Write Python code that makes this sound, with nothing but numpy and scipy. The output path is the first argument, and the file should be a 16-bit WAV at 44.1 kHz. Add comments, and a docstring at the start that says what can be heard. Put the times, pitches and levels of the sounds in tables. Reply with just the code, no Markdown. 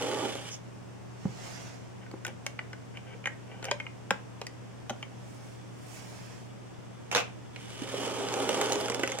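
"""In a quiet, humming room, a small model train rolls to a stop on a wooden layout. A sleeve rustles as an
arm reaches over, and plastic wagons click and scrape while they are set on the rails at the left. A point
switch snaps, and the train sets off again at the right: the board rumbles, gears whirr, wheels tick over joints.
Impacts excite decaying modes; rolling and friction are trains of random tiny contacts passed through
resonances; hum is a set of sines and hiss is shaped noise. Room reflections follow the handled and moving sources."""
import sys
import numpy as np
from scipy import signal
from scipy.fft import rfft, irfft
from scipy.io import wavfile
from scipy.ndimage import uniform_filter1d, map_coordinates

SR = 44100
rng = np.random.default_rng(int(sys.argv[2]) if len(sys.argv) > 2 else 0)


def transcribe(u):
    """Save the signal u as a 16-bit wav file named by the first command-line argument.

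    u: samples, shape (n,) or (channels, n), limited to [-1, 1]; the rate is SR.
    q: integer samples, one column per channel.
    """
    v = np.clip(np.atleast_2d(u).T, -1, 1)
    q = np.round(v * 32767).astype(np.int16)
    wavfile.write(sys.argv[1], SR, q)


N = 405719
T = np.arange(N) / SR
RING_T = T[:8192]  # time axis of short sounds and impulse responses

# Room hiss, spectrum: [f/Hz, level/dB per Hz]
AIR_SPECTRUM = [(25, -14), (50, -11.5), (95, 1.5), (140, 2.5), (280, -1), (450, -4.5), (800, -7.5),
                (1400, -13), (2900, -19), (4100, -26.5), (5600, -23), (8500, -28), (12000, -41),
                (16000, -44)]
# Difference of the hiss between the channels: [f/Hz, side minus mid level/dB]
AIR_SIDE = [(40, 7), (150, 4.5), (300, 4.5), (700, 1), (1500, -1.5), (16000, 0)]
# Mains hum and appliance tones: [f/Hz, rms level/dB]
HUM_TONES = [(100, -81), (119.8, -50), (189.6, -61), (925.9, -74.5)]
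AIR_DB = -51.5
ROOM_T60_S, ROOM_TREBLE_T60_S = 0.27, 0.15
SCATTER_DB = -7  # early scatter from scenery and backdrop
PATTERN_S = 0.05  # spacing of the reflection patterns of a moving source
# The backdrop's echo: delay, spread of the delay (share), level before its low-pass
BACKDROP_S, BACKDROP_SPREAD, BACKDROP_DB = 0.0036, 0.15, -7
TOP_HZ = 16000  # edge of the final low-pass

# Sleeve reaching in and drawing back: [t/s, half length/s, rustle level/dB, fibre crackle level/dB]
SLEEVE_STROKES = [(1.506, 0.26, -56.5, -69), (5.351, 0.43, -72, -76.5), (5.973, 0.15, -63, -64),
                  (6.22, 0.2, -62, -70)]
# Sliding cloth, spectrum: [f/Hz, level/dB per Hz]
CLOTH_SPECTRUM = [(300, 0.5), (700, 8), (1300, 0), (2200, 3), (3900, -4.5), (5500, 0.5), (7500, -4),
                  (10000, -42), (15000, -51)]
# Catching fibres, spectrum: [f/Hz, level/dB per Hz]
FIBRE_SPECTRUM = [(3000, -13), (6000, -2.5), (9000, -0.5), (12000, -11.5), (16000, -14)]

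# Modes of the wooden baseboard: [f/Hz, level/dB, t60/s]
BOARD_MODES = [(196, -20, 0.15), (279.6, -3, 0.099), (337, -6, 0.086), (406.4, 2, 0.082), (465, 0.5, 0.065),
               (528.6, -0.5, 0.1), (633, -1.5, 0.052), (807, 1.5, 0.045), (922, 0, 0.031), (1153, 2, 0.017),
               (1300, -2, 0.023), (1454, -4, 0.022)]
# Crowded board modes heard as a dry thud: [ratio of f to the board's pitch, level/dB per Hz]
THUD_SPECTRUM = [(0.2, -20), (0.6, 0), (1.2, 0), (2.5, -14), (6, -40)]
# Dull bumps against the board: [t/s, level/dB, f/Hz, t60/s]
BUMPS = [(1.2535, -18, 172.8, 0.035), (1.288, -37, 135, 0.057), (2.138, -22, 332, 0.013),
         (3.146, -47.5, 473, 0.14), (3.716, -37, 585, 0.11), (4.108, -33, 194, 0.051),
         (4.898, -30.5, 604, 0.035), (4.905, -35, 230, 0.052), (7.152, -32, 570, 0.036),
         (7.818, -27, 283, 0.035), (7.9405, -22, 525, 0.025), (9.0334, -16.5, 374, 0.018)]

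# Modes of a plastic wagon shell: [f/Hz, level/dB, t60/s]
WAGON_MODES = [(1542, 2, 0.052), (1765, -1.5, 0.024), (1960, 1, 0.031), (2158, 2, 0.036), (2375, 4, 0.032),
               (2424, -3, 0.02), (2685, -1.5, 0.03), (3025, 5.5, 0.026)]
# Sharp edge of a hard contact, spectrum: [f/Hz, level/dB per Hz]
TICK_SPECTRUM = [(800, -4), (2800, 6), (4500, 1), (7000, 4), (9000, -8), (12000, -20.5), (16000, -31)]
# How each kind of contact shares its strength (bodies knock, a hook snaps, a wheel drops or crosses a joint):
# kind: [wagon level/dB, board level/dB, tick level/dB, shift of the board's pitch/octaves]
CONTACT_SHARES = {"knock": (0, -8, -13.5, 1.05), "hook": (0, -9.5, -0.5, 0.6),
                  "drop": (-5.5, 0.5, -3.5, 0.1), "joint": (-15.5, -2.5, -4, 0.37)}
# Wagons being handled:
# [t/s, level/dB, wagon f/Hz, extra tick level/dB, tilt of the tick's top/dB per octave, kind]
WAGON_CLICKS = [(2.0632, -56, 1550, 0, 0, "knock"), (2.1136, -53, 2150, -2, -5, "drop"),
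                (2.2495, -38, 1620, -2, 3, "hook"), (2.266, -43.5, 2920, -3.5, 15, "hook"),
                (2.2795, -47.5, 1980, 0, 4, "drop"), (2.4643, -39.5, 2320, 2.5, 5.5, "hook"),
                (2.5905, -36, 1970, -3, -9, "knock"), (2.7307, -47, 1690, 9, -11, "knock"),
                (2.9716, -46, 2460, 1, 6, "knock"), (3.241, -47, 2270, -7, 0, "knock"),
                (3.257, -32.5, 2220, 1, 4, "knock"), (3.2714, -32, 1950, 0, 1, "knock"),
                (3.6272, -47.5, 1440, 1, -4, "drop"), (3.6428, -48.5, 1690, 5.5, 3, "hook"),
                (3.653, -50, 1500, 11, 5, "drop"), (3.7125, -32, 2470, 2, -5, "drop"),
                (3.7141, -35.5, 2480, -11, -2, "knock"), (3.8003, -38.5, 2250, -6, -4, "knock"),
                (3.8658, -42.5, 2400, -15, 0, "knock"), (4.1066, -27, 1440, -0.5, -8, "drop"),
                (4.4153, -41.5, 2700, -1.5, -5, "drop"), (4.4674, -47, 1960, 1.5, 4, "hook"),
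                (4.8963, -39, 2930, 0, 3, "drop"), (4.9032, -42.5, 1390, -1.5, -2, "drop"),
                (5.027, -42, 2500, 1.5, 0, "knock")]
# Wheels nudged along the rail: [t/s, half length/s, wagon level/dB, board level/dB]
SCRAPES = [(2.026, 0.019, -56, -62), (2.295, 0.018, -55, -52), (2.963, 0.02, -53, -62),
           (3.103, 0.035, -51.5, -55), (3.141, 0.0052, -50, -54), (3.541, 0.05, -54, -50),
           (3.683, 0.042, -46.5, -46.5)]
# Brief ringing of a coupling hook or rail end: [t/s, level/dB, f/Hz, t60/s]
PINGS = [(4.4674, -51, 4780, 0.022), (4.8975, -49, 3060, 0.03)]
WAGON_HZ, WAGON_STRETCH = 2100, 0.19  # usual wagon pitch; exponent by which another shell moves its modes
# A stronger click reaches higher board modes: pitch at a usual level, and the dB that raise it an octave
CLICK_BOARD_HZ, USUAL_CLICK_DB, DB_PER_OCTAVE = 660, -39.5, 21

# Point switch lets go, bounces, hits its stop and bounces again: [t/s, level/dB, decay of the contact/s]
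SNAPS = [(7.114, -35.5, 0.0029), (7.1245, -35.5, 0.0082), (7.149, -26.5, 0.0018), (7.1593, -29.5, 0.0036)]
# Switch blow, spectrum: [f/Hz, level/dB per Hz]
SNAP_SPECTRUM = [(30, -34), (120, -14), (280, -9), (450, 0), (600, 1.5), (1000, -2), (1300, 0), (1750, -5),
                 (2100, -1), (2550, -1), (3300, -8), (4300, -11), (6400, -10), (8500, -20), (12000, -27),
                 (16000, -36)]
# Modes of the switch's spring: [f/Hz, level/dB, t60/s]
SPRING_MODES = [(2120, -5, 0.17), (2390, 0, 0.27), (2570, 2, 0.2), (2800, -3, 0.22), (3180, -6, 0.15)]
SNAP_TICK_DB = -17  # the metal armature meeting its stop
SPRING_DB, SNAP_BOARD_DB = -14, -13.5  # how strongly each blow rings the spring and the board
# The linkage rattles on: start, mean spacing, first level, loss each time, bass edge
RATTLE_S, REBOUND_S, REBOUND_DB, REBOUND_LOSS_DB, REBOUND_LOW_HZ = 7.167, 0.0085, -32.5, 3, 300

# Train brakes, all but stands, creeps off and gathers speed: [t/s, share of full speed]
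SPEED = [(0.25, 1), (0.41, .52), (0.53, .36), (0.6, 0), (7.54, 0.062), (7.58, .28), (7.76, .42),
         (8.01, 0.96)]
# Board rumble, gear whirr, wheel hiss, in that order:
# [level at full speed/dB, power of speed, fade when coasting/dB per s]
ROLLING = [(-34.5, 2.76, 9), (-45.5, 1.23, 26), (-43, 1.15, 16)]
# Modes of the locomotive's gear case: [f/Hz, level/dB, t60/s]
GEARCASE_MODES = [(1520, -5, 0.0064), (1870, -7.5, 0.014), (2180, -2.5, 0.012), (2330, -2.5, 0.012),
                  (2970, 3, 0.014), (3250, 5.5, 0.0033)]
# Modes of the motor's frame: [f/Hz, level/dB, t60/s]
MOTOR_MODES = [(2980, -4.5, 0.0058), (3369, -2, 0.013), (3498, -3.5, 0.014)]
# Rolling wheels, spectrum: [f/Hz, level/dB per Hz]
WHEEL_HISS_SPECTRUM = [(1500, 5.5), (3000, 5.5), (4100, 0), (5400, 2.5), (6600, 1.5), (8300, 0),
                       (9100, -1.5), (9800, -5.5), (11000, -8.5), (12200, -18), (16000, -20)]
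# Wheels sliding on the rail, spectrum: [f/Hz, level/dB per Hz]
SKID_SPECTRUM = [(3500, -35), (5000, 0), (6600, 6), (8000, -10), (12000, -30)]
# Loudest contacts of the running train:
# [t/s, level/dB, wagon f/Hz, extra tick level/dB, tilt of the tick's top/dB per octave, kind]
TRAIN_CLACKS = [(0.023, -40.5, 2900, 2.5, 5, "joint"), (0.353, -39, 3400, -6, 4, "joint"),
                (0.4877, -48.5, 2700, 0, 6, "hook"), (7.5612, -48, 2460, 10, -16, "knock"),
                (8.2862, -43.5, 2750, 5.5, -1, "joint"), (8.3394, -36, 2860, 0.5, 2, "joint"),
                (8.492, -30.5, 1440, 0.5, 6, "joint"), (8.6134, -30, 1460, -1, 9, "joint"),
                (8.7218, -36, 2400, 6.5, 2, "joint"), (8.731, -41, 2400, 6.5, 7, "joint"),
                (8.7561, -32, 2100, -3.5, 2, "joint"), (8.8104, -43, 2100, 4, 10, "joint"),
                (8.8584, -37.5, 2890, 0.5, 2, "joint"), (8.8831, -41, 1260, 11, 4, "knock"),
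                (8.8992, -33, 1420, -0.5, 2, "joint"), (8.9194, -43, 2080, 12, 4, "knock"),
                (8.946, -37, 2180, 3, 3, "joint"), (8.995, -35.5, 2280, -5, 4, "joint"),
                (9.0341, -32, 2020, 5, 13, "knock"), (9.0756, -46.5, 1410, 8.5, 8, "hook"),
                (9.092, -44, 1900, 4, 2, "knock"), (9.1186, -42, 2260, 2.5, 5, "hook"),
                (9.187, -39, 1770, 3, 9, "joint")]
POINTS_S, POINTS_HALF_S, POINTS_DB = 8.6, 0.16, 4  # the rougher track over the points
COAST_S = 8.7  # the throttle is eased
TRACK_HZ = 424  # where the board answers under the train
MOTOR_DB, MOTOR_HZ, MOTOR_POWER = -50.5, 61.4, 0.84  # level at full speed, turns per s, power of speed
# Lesser joints at full speed: board level, its greatest rise, tick and wagon relative to the board
JOINT_DB, JOINT_SPREAD_DB, JOINT_TICK_DB, JOINT_WAGON_DB = -44, 3, -5, -13
CHATTER_DB, CHATTER_POINTS_DB = -51, 4.5  # ticks of loose axles at full speed; their rise over the points
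CHATTER_PER_S, CHATTER_SPREAD_DB = 130, 1.9
SPREAD_HISS_DB = -2  # wheel hiss from all along the train, different in each channel
# The train arrives over a hollow span of the board: centre, half length, boom at full speed, pitch
HOLLOW_S, HOLLOW_HALF_S, HOLLOW_DB, HOLLOW_HZ = 0.16, 0.31, -39.5, 330


def undb(db):
    """Level definition: decibels to amplitude ratio."""
    return np.exp(np.asarray(db) * (np.log(10) / 20))


def unit(x):
    """Normalisation of mean power: scale to rms 1."""
    return x / np.sqrt(np.mean(x ** 2))


def blow(x):
    """Normalisation of energy: an impact's energy, spread over 20 ms, has rms 1."""
    return x / np.sqrt(np.sum(x ** 2) / (.02 * SR))


def add(track, s, x):
    """Superposition: mix a short sound into a track at time s."""
    i = int(s * SR)
    track[..., i:i + x.shape[-1]] += x[..., :N - i]


def through(x, response):
    """Linear filtering: convolve a sound with an impulse response."""
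    return signal.oaconvolve(x, response)[:len(x)]


def above(x, hz):
    """Second-order high-pass: thin out what lies below hz."""
    return signal.sosfilt(signal.butter(2, hz, "high", fs=SR, output="sos"), x)


def swell(s, half_s):
    """Gaussian envelope: a smooth rise and fall around time s."""
    return np.exp(-np.minimum(((T - s) / half_s) ** 2, 20))


def colour(points):
    """Minimum-phase principle: a causal impulse response from a spectrum, by folding the cepstrum."""
    hz, db = np.transpose(points)
    size = len(RING_T)
    f = np.fft.rfftfreq(size, 1 / SR)
    level_db = np.interp(np.log(f + 1), np.log(hz), db)
    cepstrum = irfft(np.log(undb(level_db)))
    fold = 1 + np.sign(size / 2 - np.arange(size))
    fold[0] = 1
    return irfft(np.exp(rfft(cepstrum * fold)))


def ring(modes, scatter_db=0, detune=0, damping=1):
    """Modal superposition: decaying modes, neighbours in opposite phase, strengths varied by the spot struck."""
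    hz, db, t60 = np.transpose(modes)[:, :, None]
    size, shift = rng.standard_normal((2, len(modes), 1))
    sign = (-1) ** np.arange(len(modes))[:, None]
    fade = np.exp(-np.log(1000) * damping * RING_T / t60)
    swing = np.sin(2 * np.pi * hz * (1 + detune * shift) * RING_T)
    return np.sum(sign * undb(db + scatter_db * size) * fade * swing, axis=0)


def near(modes, centre_hz, slope_db):
    """Selective excitation: modes reached from one spot, weaker by slope_db an octave away from centre_hz."""
    return [(hz, db - slope_db * abs(np.log2(hz / centre_hz)), t60) for hz, db, t60 in modes]


def walk(rate):
    """Low-pass randomness: a smooth drift with a spread near 1."""
    k = int(SR / rate)
    steps = rng.standard_normal(2048)[np.arange(N) // k]
    return 1.3 * uniform_filter1d(uniform_filter1d(steps, k), k)


def grains(per_s, spread_db):
    """Shot process: tiny contacts at random moments, a few much stronger than the rest."""
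    excess_db = spread_db * np.minimum(rng.exponential(size=N), 5)
    size = undb(excess_db) * rng.choice([-1, 1], N)
    return size * (rng.random(N) < per_s / SR)


def reflections(x, room_db):
    """Diffuse reverberation: early scatter from the scenery and an exponential tail from the room."""
    t = T[:2 * len(RING_T)]
    noise = rng.standard_normal((2, len(t)))
    low = signal.sosfilt(signal.butter(1, 2500, fs=SR, output="sos"), noise)
    # the treble of the room dies first
    bass_tail = low * np.exp(-np.log(1000) * t / ROOM_T60_S)
    tail = bass_tail + (noise - low) * np.exp(-np.log(1000) * t / ROOM_TREBLE_T60_S)
    # scenery and backdrop scatter the treble within the first milliseconds
    scatter = t * np.exp(-t / .0012) * above(rng.standard_normal(noise.shape), hz=4500)
    out = []
    for late, early in zip(tail, scatter):
        late_part = undb(room_db) * late / np.linalg.norm(late)
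        early_part = undb(SCATTER_DB) * early / np.linalg.norm(early)
        out.append(through(x, late_part + early_part))
    return np.array(out)


def passing_reflections(x, room_db):
    """Changing paths: a moving source meets overlapping new patterns of reflections."""
    hop, out = int(PATTERN_S * SR), np.zeros((2, N))
    for start in range(-hop, N, hop):
        i = np.arange(max(start, 0), min(start + 2 * hop, N))
        piece = x[i] * np.sin(np.pi * (i - start) / (2 * hop))
        if np.abs(piece).max() > 1e-5:  # skip silence
            add(out, i[0] / SR, reflections(np.pad(piece, (0, len(RING_T))), room_db))
    return out


def place(x, lag_ms, pan_db, room_db, moving=False):
    """Time and level differences: direct sound is lag_ms later at the left; reflections are added."""
    room = passing_reflections(x, room_db) if moving else reflections(x, room_db)
    late = map_coordinates(x, [(T[:len(x)] - lag_ms / 1000) * SR])  # fractional delay
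    return np.array([late * undb(pan_db / 2), x * undb(-pan_db / 2)]) + room


def backdrop(x):
    """Single reflection: a click and its duller echo from the wall just behind the track."""
    delay = int(BACKDROP_S * (1 + BACKDROP_SPREAD * rng.uniform(-1, 1)) * SR)
    echo = signal.sosfilt(signal.butter(1, 4000, fs=SR, output="sos"), x)
    return x + undb(BACKDROP_DB) * np.pad(echo, (delay, 0))[:len(x)]


def crack(points, rise_s, decay_s):
    """Impulsive noise: a brief chatter between two hard surfaces."""
    envelope = (1 - np.exp(-RING_T / rise_s)) * np.exp(-RING_T / decay_s)
    push = rng.standard_normal(len(RING_T)) * envelope
    return blow(through(push, colour(points)))


def tick(tilt_db):
    """Contact stiffness: a harder edge has more top, by tilt_db an octave above 6 kHz."""
    points = [(hz, db + tilt_db * max(np.log2(hz / 6000), 0)) for hz, db in TICK_SPECTRUM]
    return crack(points, rise_s=0.00021, decay_s=0.00084)


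def strike(wagon_db, wagon_hz, board_db, board_hz, tick_db, tilt_db):
    """Coupled impact: a tick, the wagon's shell and the board beneath, which half rings and half thuds."""
    reached = near(BOARD_MODES, board_hz, slope_db=2.0)
    modes = above(ring(reached, scatter_db=1.5, detune=0.05, damping=2.25), 0.69 * board_hz)
    thud_points = [(ratio * board_hz, db) for ratio, db in THUD_SPECTRUM]
    thud = crack(thud_points, rise_s=0.00033, decay_s=0.003)
    board = blow(blow(modes) + thud)
    stretch = (wagon_hz / WAGON_HZ) ** WAGON_STRETCH
    shell = [(hz * stretch, db, t60) for hz, db, t60 in WAGON_MODES]
    wagon = blow(ring(near(shell, wagon_hz, slope_db=21), scatter_db=1.4, detune=0.016, damping=1.3))
    edge = above(tick(tilt_db), hz=380)
    return undb(board_db) * board + undb(wagon_db) * wagon + undb(tick_db) * edge


def contact(kind, db, wagon_hz, board_hz, extra_tick_db, tilt_db):
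    """Energy partition: a strike shared between wagon, board and tick according to its kind."""
    wagon_db, board_db, tick_db, octaves = CONTACT_SHARES[kind]
    shifted_hz = board_hz * 2 ** octaves
    return strike(db + wagon_db, wagon_hz, db + board_db, shifted_hz, db + tick_db + extra_tick_db, tilt_db)


def room_tone():
    """Stationary background: steady hum over soft hiss, whose bass differs more between the channels."""
    mid, side = (unit(through(rng.standard_normal(N), colour(AIR_SPECTRUM))) for _ in range(2))
    air = mid + np.array([[1], [-1]]) * through(side, colour(AIR_SIDE))
    hum = np.zeros(N)
    for hz, db in HUM_TONES:
        amplitude = undb(db + 0.094 * walk(5.5)) * np.sqrt(2)
        hum += amplitude * np.sin(2 * np.pi * hz * T + 0.042 * walk(1.9))
    return undb(AIR_DB + 0.11 * walk(2.97)) * air + hum


def sleeve():
    """Friction of cloth on cloth: fibres catch and let go; each stroke swells, brighter as it quickens."""
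    rustle = sum(undb(db) * swell(s, half_s) for s, half_s, db, _ in SLEEVE_STROKES)
    crackle = sum(undb(db) * swell(s, half_s) for s, half_s, _, db in SLEEVE_STROKES)
    slide = unit(through(grains(9000, 0.64), colour(CLOTH_SPECTRUM)))
    fibres = unit(through(grains(3700, 2.9), colour(FIBRE_SPECTRUM)))
    pace = walk(14)
    strokes = undb(.5 * pace) * rustle * slide + undb(2 * pace) * crackle * fibres
    cloth = undb(1.0 * walk(30)) * strokes
    return place(cloth, lag_ms=0, pan_db=-19.0, room_db=7.0, moving=True)


def bumps():
    """Soft impact: a damped oscillation rocks the board for a few cycles and faintly rings its modes."""
    out = np.zeros(N)
    for s, db, hz, t60 in BUMPS:
        envelope = np.exp(-np.log(1000) * RING_T / t60) * (1 - np.exp(-RING_T / 0.0033))
        swing = np.sin(2 * np.pi * hz * RING_T) * envelope
        add(out, s, undb(db) * (2.48 * swing + undb(-23.0) * blow(ring(BOARD_MODES, damping=1.5))))
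    return place(above(out, hz=69.4), lag_ms=0, pan_db=-1.0, room_db=-9)


def handling():
    """Friction-excited modes: wagons scrape as they are nudged along the rail; now and then a hook rings."""
    pings = np.zeros(N)
    for s, db, hz, t60 in PINGS:
        add(pings, s, undb(db) * blow(ring([(hz, 0, t60)])))
    on_wagon = sum(undb(db) * swell(s, half_s) for s, half_s, db, _ in SCRAPES)
    on_board = sum(undb(db) * swell(s, half_s) for s, half_s, _, db in SCRAPES)
    rub = grains(1500, 3.9)
    wagon = unit(through(rub, ring(near(WAGON_MODES, 2350, slope_db=4), damping=1.3)))
    board = unit(through(rub, ring(near(BOARD_MODES, 710, slope_db=13.5))))
    scrape = on_wagon * wagon + on_board * board
    return place(pings + scrape, lag_ms=-0.057, pan_db=3.0, room_db=-6.5)


def clicks():
    """Impact of wagons on rails and each other: every spot rings differently, and the board murmurs beneath."""
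    out = np.zeros((2, N))
    for s, db, wagon_hz, extra_tick_db, tilt_db, kind in WAGON_CLICKS:
        board_hz = CLICK_BOARD_HZ * 2 ** ((db - USUAL_CLICK_DB) / DB_PER_OCTAVE)
        hit = contact(kind, db, wagon_hz, board_hz, extra_tick_db, tilt_db)
        add(out, s, place(backdrop(hit), lag_ms=-0.074, pan_db=0.8, room_db=-9.5))
    return out


def snap(db, decay_s):
    """Impact on a spring: a crack and a tick ring the switch's spring and the board it is screwed to."""
    spring = undb(SPRING_DB) * blow(ring(SPRING_MODES, scatter_db=1.0, detune=0.0202))
    reached = near(BOARD_MODES, 450, slope_db=5)
    board = undb(SNAP_BOARD_DB) * blow(ring(reached, scatter_db=3.0, detune=0.04, damping=1.5))
    burst = crack(SNAP_SPECTRUM, rise_s=0.00045, decay_s=decay_s)
    return undb(db) * (burst + undb(SNAP_TICK_DB) * tick(tilt_db=-5) + spring + board)


def switch(count=7):
    """Repeated rebound: the point switch snaps over, its linkage rattles unevenly; the room carries much of it."""
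    hits = [(s, snap(db, decay_s)) for s, db, decay_s in SNAPS]
    for k, (early, size) in enumerate(rng.uniform(-1, 1, (count, 2))):
        hit = snap(REBOUND_DB - REBOUND_LOSS_DB * k + 2 * size, decay_s=0.0026)
        hits.append((RATTLE_S + (k + early / 3) * REBOUND_S, above(hit, REBOUND_LOW_HZ)))
    out = np.zeros((2, N))
    for s, hit in hits:
        add(out, s, place(np.pad(hit, (0, len(RING_T))), lag_ms=0.095, pan_db=-4.5, room_db=-0.5))
    return out


def clacks():
    """Impact excitation by the train: its loudest contacts, each with its own pattern of reflections."""
    out = np.zeros((2, N))
    for s, db, wagon_hz, extra_tick_db, tilt_db, kind in TRAIN_CLACKS:
        hit = contact(kind, db, wagon_hz, TRACK_HZ, extra_tick_db, tilt_db)
        add(out, s, place(backdrop(hit), lag_ms=0.079, pan_db=-4.5, room_db=-8.0))
    return out


def lesser_joints(speed, count):
    """Impacts spaced by distance: wheels thud over joints at random places along the way, harder at speed."""
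    out, way = np.zeros(N), np.cumsum(speed) / np.sum(speed)
    for k, (where, size, spot) in enumerate(rng.uniform(-0.9, 1, (count, 3))):
        s = np.interp((k + .5 + where / 2) / count, way, T)
        db = JOINT_DB + JOINT_SPREAD_DB * size
        board_hz = TRACK_HZ * 2 ** (spot / 2)
        add(out, s, strike(db + JOINT_WAGON_DB, 2900, db, board_hz, db + JOINT_TICK_DB, tilt_db=1))
    return speed ** 2 * out


def rolling_gains(speed):
    """Power laws of speed: rumble, whirr and hiss swell over the points and fade as the train coasts."""
    points_db = POINTS_DB * swell(POINTS_S, POINTS_HALF_S)
    coasted = np.maximum(T - COAST_S, 0)
    return [undb(db + points_db - fade_db * coasted) * speed ** power for db, power, fade_db in ROLLING]


def train():
    """Roughness excitation: wheels drum on the board, the motor buzzes, gears rattle, flanges hiss and tick."""
    speed = np.interp(T, *np.transpose(SPEED))
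    rumble, whirr, hiss = rolling_gains(speed)
    # loose axles drop and catch: each small jolt briefly roughens board, gears, wheels and motor
    drops = through(np.abs(grains(per_s=120, spread_db=2.0)), np.exp(-RING_T / .0025))
    jolt = unit(undb(.7 * walk(45)) * (1 + .6 * drops))
    surge = undb(.9 * walk(22)) * jolt ** .33
    # the gear teeth rattle most once a turn
    turns = np.cumsum(MOTOR_HZ * (1 + 0.034 * walk(5.7))) / SR
    mesh = 1 + 0.21 * np.cos(2 * np.pi * turns)
    board = unit(through(surge * grains(6000, 0.89), ring(BOARD_MODES)))
    gears = unit(through(jolt * mesh * grains(4000, 0.95), ring(GEARCASE_MODES)))
    wheels, left, right = (
        unit(through(jolt * grains(12000, 4.0), colour(WHEEL_HISS_SPECTRUM))) for _ in range(3))
    # the brushes buzz even at a crawl
    buzz = unit(through(jolt * mesh * grains(5000, 0.7), ring(MOTOR_MODES)))
    motor = undb(MOTOR_DB) * speed ** MOTOR_POWER * buzz
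    # loose axles chatter, most of all over the points
    chatter_db = CHATTER_DB + CHATTER_POINTS_DB * swell(POINTS_S, POINTS_HALF_S)
    axle_ticks = unit(through(grains(CHATTER_PER_S, CHATTER_SPREAD_DB), colour(TICK_SPECTRUM)))
    chatter = undb(chatter_db) * speed ** 2 * axle_ticks
    hollow_modes = near(BOARD_MODES, HOLLOW_HZ, slope_db=11)
    hollow = unit(through(surge * grains(5000, 0.9), ring(hollow_modes, damping=1.7)))
    boom = undb(HOLLOW_DB) * swell(HOLLOW_S, HOLLOW_HALF_S) * speed ** 2 * hollow
    rolling = rumble * board + boom + whirr * gears + hiss * wheels + motor + chatter
    # the wheels slide the last millimetres before they stand
    slide = unit(through(rng.standard_normal(N), colour(SKID_SPECTRUM)))
    skid = undb(-42.0) * swell(0.532, 0.022) * slide
    joints = lesser_joints(speed, count=16)
    along_train = undb(SPREAD_HISS_DB) * hiss * above(np.array([left, right]), hz=1200)
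    # the thin board radiates little bass
    radiated = above(rolling + skid + joints, hz=152)
    return place(radiated, lag_ms=0.078, pan_db=-3.5, room_db=-8.0, moving=True) + along_train


def scene():
    """Superposition of everything on and around the layout."""
    return room_tone() + sleeve() + bumps() + handling() + clicks() + switch() + clacks() + train()


def record(dry):
    """Band limitation: a steep elliptic low-pass cuts the top of the treble."""
    return signal.sosfilt(signal.ellip(10, .2, 70, TOP_HZ, fs=SR, output="sos"), dry)


dry = scene()
out = record(dry)
transcribe(out)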